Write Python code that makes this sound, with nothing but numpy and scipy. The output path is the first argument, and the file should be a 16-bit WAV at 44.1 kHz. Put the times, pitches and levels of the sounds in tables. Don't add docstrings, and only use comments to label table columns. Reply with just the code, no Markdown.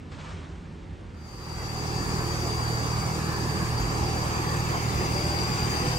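import sys
import numpy as np
from scipy import signal
from scipy.fft import rfft, irfft, next_fast_len
from scipy.io import wavfile
from scipy.ndimage import uniform_filter1d

SR = 44100
rng = np.random.default_rng(int(sys.argv[2]) if len(sys.argv) > 2 else 0)


def log_audio(samples):
    frames = np.atleast_2d(samples).T
    limited = np.clip(frames, -1, 1)
    pcm = np.round(limited * 32767).astype(np.int16)
    wavfile.write(sys.argv[1], SR, pcm)


def makeup_ratio(level_db):
    decades = np.asarray(level_db, float) / 20
    return 10 ** decades


N = 263718
HOP = 256
T = np.arange(N) / SR
HZ = np.arange(2 * HOP + 1) * SR / (4 * HOP)
FRAMES = np.arange(N // HOP + 2) * HOP / SR

# (time [s], share of the straight sound that bounces off the lorry [0-1])
TURN = [
    (2.8, 0.034),
    (3.6, 0.17),
    (4.3, 0.8),
    (5.98, 1.),
]
# (time [s], share of full amplitude [0-1])
ARRIVAL = [
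    (1.13, 0.0073),
    (1.4, 0.18),
    (1.7, 0.44),
    (2.15, 0.71),
]
PARK_FADE_S = 1, 2.4
CLOSING_S = 4.15, 6
LEFT_LAG_MS = 0.25, -0.332
PORT_GAP_M, MIC_LOW_HZ = 0.13, 28

# (multiple of the firing rate, level [dB], left minus right [dB])
EXHAUST = [(2, 4, -0.5), (3, 7, -5.5), (4, 4, 0.5), (5, -3.5, -8.5), (6, -13, 10), (7, -16.5, -11),
           (9, -15.5, -18), (11, -14.5, -1)]
FIRE_HZ, FIRE_START = 39.035, .436
SILENCER_BEND, SILENCER_LAG = -.17, .86

# (frequency [Hz], level [dB per Hz])
CASING = [(33, -6), (62, 1.5), (100, -2.5), (135, 2.5), (170, 0), (215, -7), (360, -3), (440, -5.5),
          (640, -13), (790, -5.5), (1150, -6.5), (1500, -12), (2300, -16.5), (4000, -41)]
# (frequency [Hz], level [dB per Hz])
FAN = [(1500, -12.5), (2300, -1), (2750, -0.5), (2950, -3.5), (4300, -2.5), (5200, 0.5), (7000, -0.5),
       (9000, -6), (10200, -9.5), (11200, -8.5), (13000, -11.5), (14600, -15), (15600, -14)]
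# (frequency [Hz], left minus right [dB])
CASING_PAN = [(60, -3), (110, 0.5), (200, -5), (380, -2.0), (700, 0.0), (1290, 2), (2380, -2.5), (4400, 3),
              (8120, 2.5), (15000, -4.5)]
# (frequency [Hz], share that comes straight [0-1])
CASING_DIRECT = [(60, 0.47), (300, 0.49), (700, 0.64), (1500, 0.64), (3000, 0.55), (7000, 0.7), (10000, .4),
                 (14000, .1)]
# (frequency [Hz], phase by which they part the ports [radians])
ECHO_SPREAD = [(800, 0.042), (2000, 1.06), (3500, 2.36), (9000, 1.94), (14000, 3.5)]
EXHAUST_DB, CASING_DB, FAN_DB, LOUVRE_DB = -27, -33, -42.5, -0.8
LORRY_CASING_DB, LORRY_LOUVRE_DB = 1.94, 4
CLOSING_FAN_DB, CLOSING_LOUVRE_DB = 2.5, 2
LORRY_DIRECT = 1.14

# (frequency [Hz], width [Hz], level [dB])
PANELS = [(33, 5, -54), (51, 7, -47), (334, 5, -51), (421, 30, -52), (790, 100, -49.5), (1130, 40, -55),
          (1740, 160, -55), (2682, 32, -59), (6050, 90, -62), (7390, 27, -66.5), (11717, 80, -70)]
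PANEL_DB = 36

WHISTLE_HZ = [4420, 4530, 4590, 4650, 4700, 4722, 4760, 4795, 4830, 4885]
WHISTLE_DB = [-4, 0, 5, -3, 4.5, 1, -1, 4, -1, 0]
WHISTLE_SLOPE = 0.058
WHISTLE_FOLLOW = .3
WHISTLE_SKIRT = 4630, 420, -8.5
WHISTLE_REST_HZ, SURGE_S = 4718, 0.04
# (time [s], level [dB])
BOOST = [(1.3, -35), (2.35, -37.5), (2.66, -35), (3.0, -37.5), (3.2, -40.5), (3.5, -37.5), (4.85, -39.5),
         (5.33, -33.5), (5.6, -35), (5.95, -35)]
# (time [s], pitch rise [Hz])
SURGES = [(1.86, 80), (2.12, 80.5), (2.588, 66), (2.88, 58), (3.45, 44.3), (3.63, 54.5), (4.35, 40),
          (4.75, 40), (5.0, 110), (5.52, 55.2), (5.97, 101.5)]
# (time [s], left minus right [dB])
WHISTLE_AIM = [
    (2.9, 3.5),
    (4.45, -2.5),
    (5.4, 7),
    (5.98, 7),
]

# (start [s], end [s], frequency [Hz], width [Hz], level [dB])
BRIEF = [
    (1.703, 2.8, 6800, 44, -52),
    (4.51, 5.031, 6885, 50, -50),
    (5.157, 5.34, 593, 14, -40),
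    (5.824, 5.997, 491.8, 4, -37),
]

# (frequency [Hz], level [dB per Hz])
PARK = [(30, -22), (52, -2), (65, -6.5), (85, 0.5), (135, -13), (156, -4.5), (190, -13.5), (310, -16),
        (560, -22), (640, -28.5), (1140, -31), (1900, -35.5), (9500, -58.5), (14000, -74)]
# (frequency [Hz], likeness of left and right [0-1])
PARK_ALIKE = [(80, .98), (300, .87), (700, .45), (1500, .2), (2200, .85), (3800, .93), (4300, 1.),
              (8800, 1.), (9000, .2)]
PARK_DB = -39.5
# (frequency [Hz], level [dB per Hz])
SPRAY = [(290, -47), (500, -12), (543, -13), (839, -14), (911, -9.5), (3560, -21), (8640, -32),
         (13000, -80)]
# (time [s], level [dB])
GUSHES = [
    (0.12, -52),
    (0.19, -51),
    (0.245, -51.5),
    (0.295, -53.5),
]
GUSH_ATTACK_S, GUSH_FALL_DB_PER_S, TRICKLE_DB = 0.013, 46, -61.5

# (low [Hz], high [Hz], share of blocks silent [0-1])
SUM_DROPPED = [(9650, 10150, .95), (10150, 10380, 1), (10380, 10750, .6), (10750, 11050, .3),
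               (13100, 14450, 1), (14450, 14750, .25), (15750, 22050, 1)]
# (low [Hz], high [Hz], share of blocks silent [0-1])
DIFFERENCE_DROPPED = [(11200, 11500, .2), (11500, 11700, .7), (11700, 12400, 1), (12400, 13050, .6),
                      (13050, 13300, .15), (14300, 14700, .25), (14700, 15200, .6), (15200, 22050, 1)]


def exhaust():
    crank = 2 * np.pi * (FIRE_HZ * T + FIRE_START) + 0.022 * walk(3.06)[0]
    breath = walk(5.5, count=len(EXHAUST))
    hum = 0
    for (k, db, pan), b in zip(EXHAUST, breath):
        wave = np.cos(k * crank + SILENCER_BEND * (k - 3) ** 2 - SILENCER_LAG)
        hum = hum - makeup_ratio(db + .9 * b) * wave * sides(pan)[:, None]
    return level(hum, EXHAUST_DB - 0.7)


def casing():
    closing = np.interp(FRAMES, CLOSING_S, [0, 1])
    louvre_db = LOUVRE_DB + LORRY_LOUVRE_DB * curve(TURN, FRAMES) + CLOSING_LOUVRE_DB * closing
    louvre_shape = np.exp(-np.log(HZ[:, None] / 2400 + 1e-9) ** 2 / 0.14)
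    body = level(rush(CASING), CASING_DB, 0., 318.0, 1040.0)
    fan = level(rush(FAN, louvre_db * louvre_shape), FAN_DB, 0., 6020.0, 8130.0)
    body = body * makeup_ratio(LORRY_CASING_DB * curve(TURN, T))
    return body + fan * makeup_ratio(CLOSING_FAN_DB * np.interp(T, CLOSING_S, [0, 1]))


def panels():
    sway = walk(3.5, count=len(PANELS))
    hums = 0
    for (hz, width, db), s in zip(PANELS, sway):
        alike = .9 if hz < 500 else .4
        hums = hums + makeup_ratio(db + 3.3 * s) * ring(hz, width, alike)
    return hums * makeup_ratio(CASING_DB + LORRY_CASING_DB * curve(TURN, T) + PANEL_DB)


def whistle():
    turns = walk(3.3, count=len(WHISTLE_HZ))
    surge = sum(rise * np.exp(-((T - at) / SURGE_S) ** 2 / 2) for at, rise in SURGES)
    pitch = WHISTLE_REST_HZ + surge + 11. * walk(14)[0]
    bend = WHISTLE_FOLLOW * (pitch - pitch.mean())
    shaded_db = -8. * curve(TURN, T)
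    skirt_hz, skirt_width, skirt_db = WHISTLE_SKIRT
    song = makeup_ratio(skirt_db) * ring(skirt_hz, skirt_width, 0.22)
    for hz, db, turn in zip(WHISTLE_HZ, WHISTLE_DB, turns):
        gain = makeup_ratio(db + 2. * turn - WHISTLE_SLOPE * abs(hz - pitch) + shaded_db * (hz < 4620))
        song = song + gain * ring(hz + bend, 24.3, 0.34)
    song = song / np.sqrt(uniform_filter1d(song ** 2, int(.2 * SR)))
    return song * makeup_ratio(curve(BOOST, T)) * sides(curve(WHISTLE_AIM, T) + 1.5 * walk(2.9)[0])


def rush(table, shift_db=0):
    bounce = np.clip(curve(TURN, FRAMES), 0, 1)
    share = np.clip(on_hz(CASING_DIRECT)[:, None] * LORRY_DIRECT ** bounce, 0, 1)
    straight = 0
    for lag_ms, part in zip(LEFT_LAG_MS, (1 - bounce, bounce)):
        turn = np.exp(-1j * np.pi * HZ * (HZ < 10000) * lag_ms / 1000)[:, None]
        straight = straight + np.sqrt(part) * grains() * np.array([turn, turn.conj()])
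    echoes = np.exp(.5j * np.clip(on_hz(ECHO_SPREAD), 0, 3)[:, None] * field(5, 50))
    straight = straight * np.array([echoes, echoes.conj()])
    scattered = pair(np.sinc(2 * HZ * PORT_GAP_M / 343))
    spectra = np.sqrt(share) * straight + np.sqrt(1 - share) * scattered
    spectra = spectra * makeup_ratio(shift_db) * sides(on_hz(CASING_PAN))[:, :, None]
    unrest = patches(1.1, 3, 30) * patches(.9, 60, 5) * patches(1., 8, 8)
    return colour(sound(spectra * unrest), table)


def brief_tones():
    out = 0
    for start, end, hz, width, db in BRIEF:
        on = uniform_filter1d(1. * ((T > start) & (T < end)), int(0.026 * SR))
        tone = ring(hz, width, 0.96)
        out = out + makeup_ratio(db) * on * tone / np.sqrt(uniform_filter1d(tone ** 2, int(.1 * SR)))
    return out


def splash_gain():
    power = makeup_ratio(TRICKLE_DB) ** 2
    for start, db in GUSHES:
        rise = np.clip(1 + (T - start) / GUSH_ATTACK_S, 0, 1)
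        fall = makeup_ratio(db - GUSH_FALL_DB_PER_S * np.maximum(T - start, 0))
        power = power + (rise * fall) ** 2
    return np.sqrt(power)


def park():
    alike = on_hz(PARK_ALIKE)
    far = colour(sound(pair(alike) * patches(1.9, 4, 20)), PARK)
    spray = colour(sound(pair(alike) * patches(1.1, 30, 6)), SPRAY)
    far = level(far, PARK_DB, 0., 28.8, 600.) * sides(-1.4)[:, None]
    return far + level(spray, -0.25, 0., 1800.0, 9000.) * splash_gain()


def level(x, db, start=0., lo_hz=20., hi_hz=17000.):
    band = signal.sosfilt(signal.butter(4, [lo_hz, hi_hz], "bandpass", fs=SR, output="sos"), x)
    return x * makeup_ratio(db) / np.sqrt(np.mean(band[..., int(start * SR):] ** 2))


def curve(table, t, column=1):
    rows = np.array(table, float)
    return np.interp(t, rows[:, 0], rows[:, column])


def on_hz(table, hz=HZ):
    rows = np.array(table, float)
    return np.interp(np.log(hz + 1), np.log(rows[:, 0]), rows[:, 1])


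def walk(rate, count=1):
    k = int(SR / rate)
    held = np.repeat(rng.standard_normal((count, N // k + 1)), k, axis=1)
    return 1.21 * uniform_filter1d(uniform_filter1d(held, k), k)[:, :N]


def ring(hz, width, alike):
    noise = rng.standard_normal((3, N)) + 1j * rng.standard_normal((3, N))
    pole = np.exp(-np.pi * width / SR)
    mixed = np.sqrt(alike) * noise[0] + np.sqrt(1 - alike) * noise[1:]
    slow = signal.lfilter([1], [1, -2 * pole, pole ** 2], mixed)
    y = np.real(slow * np.exp(2j * np.pi * np.cumsum(hz + 0 * T) / SR))
    return y / y.std()


def sides(pan_db):
    return makeup_ratio(np.array([pan_db, -pan_db]) / 2)


def grains():
    noise = rng.standard_normal(N + HOP)
    return signal.stft(noise, nperseg=4 * HOP, noverlap=3 * HOP)[2][:, :len(FRAMES)]


def pair(alike):
    alike = np.clip(alike, -1, 1)[:, None]
    mid = np.sqrt((1 + alike) / 2) * grains()
    side = np.sqrt((1 - alike) / 2) * grains()
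    return np.array([mid + side, mid - side])


def field(bins, frames):
    z = rng.standard_normal((len(HZ), len(FRAMES)))
    z = uniform_filter1d(uniform_filter1d(z, bins, axis=0), frames, axis=1)
    return z / z.std()


def patches(db, bins, frames):
    return makeup_ratio(db * field(bins, frames))


def sound(spectra):
    return signal.istft(spectra, nperseg=4 * HOP, noverlap=3 * HOP)[1][..., :N]


def colour(x, table):
    size = next_fast_len(N)
    gain = makeup_ratio(on_hz(table, np.arange(size // 2 + 1) * SR / size))
    return irfft(rfft(x, size) * gain, size)[..., :N]


def drop_bands(spectrum, bands):
    luck = np.repeat(rng.random((len(bands), N // HOP)), 5, axis=1)[:, :spectrum.shape[1]]
    keep = np.ones(spectrum.shape)
    for (lo, hi, share), chance in zip(bands, luck):
        keep[(HZ > lo) & (HZ <= hi)] = chance >= share
    return spectrum * keep


def scene():
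    leaving = np.interp(T, PARK_FADE_S, [1, 0])
    arriving = curve(ARRIVAL, T) * (T > ARRIVAL[0][0])
    generator = exhaust() + casing() + panels() + whistle()
    return arriving * (generator + brief_tones()) + leaving * park()


def band_limit(x):
    return signal.sosfilt(signal.butter(12, 17100, fs=SR, output="sos"), x)


def record(dry):
    heard = signal.sosfilt(signal.butter(4, MIC_LOW_HZ, "highpass", fs=SR, output="sos"), dry)
    left, right = signal.stft(heard, nperseg=4 * HOP, noverlap=3 * HOP)[2]
    total = drop_bands(left + right, SUM_DROPPED)
    difference = drop_bands(left - right, DIFFERENCE_DROPPED)
    mix = sound(np.array([total + difference, total - difference]) / 2)
    return band_limit(mix)


dry = scene()
out = record(dry)
log_audio(out)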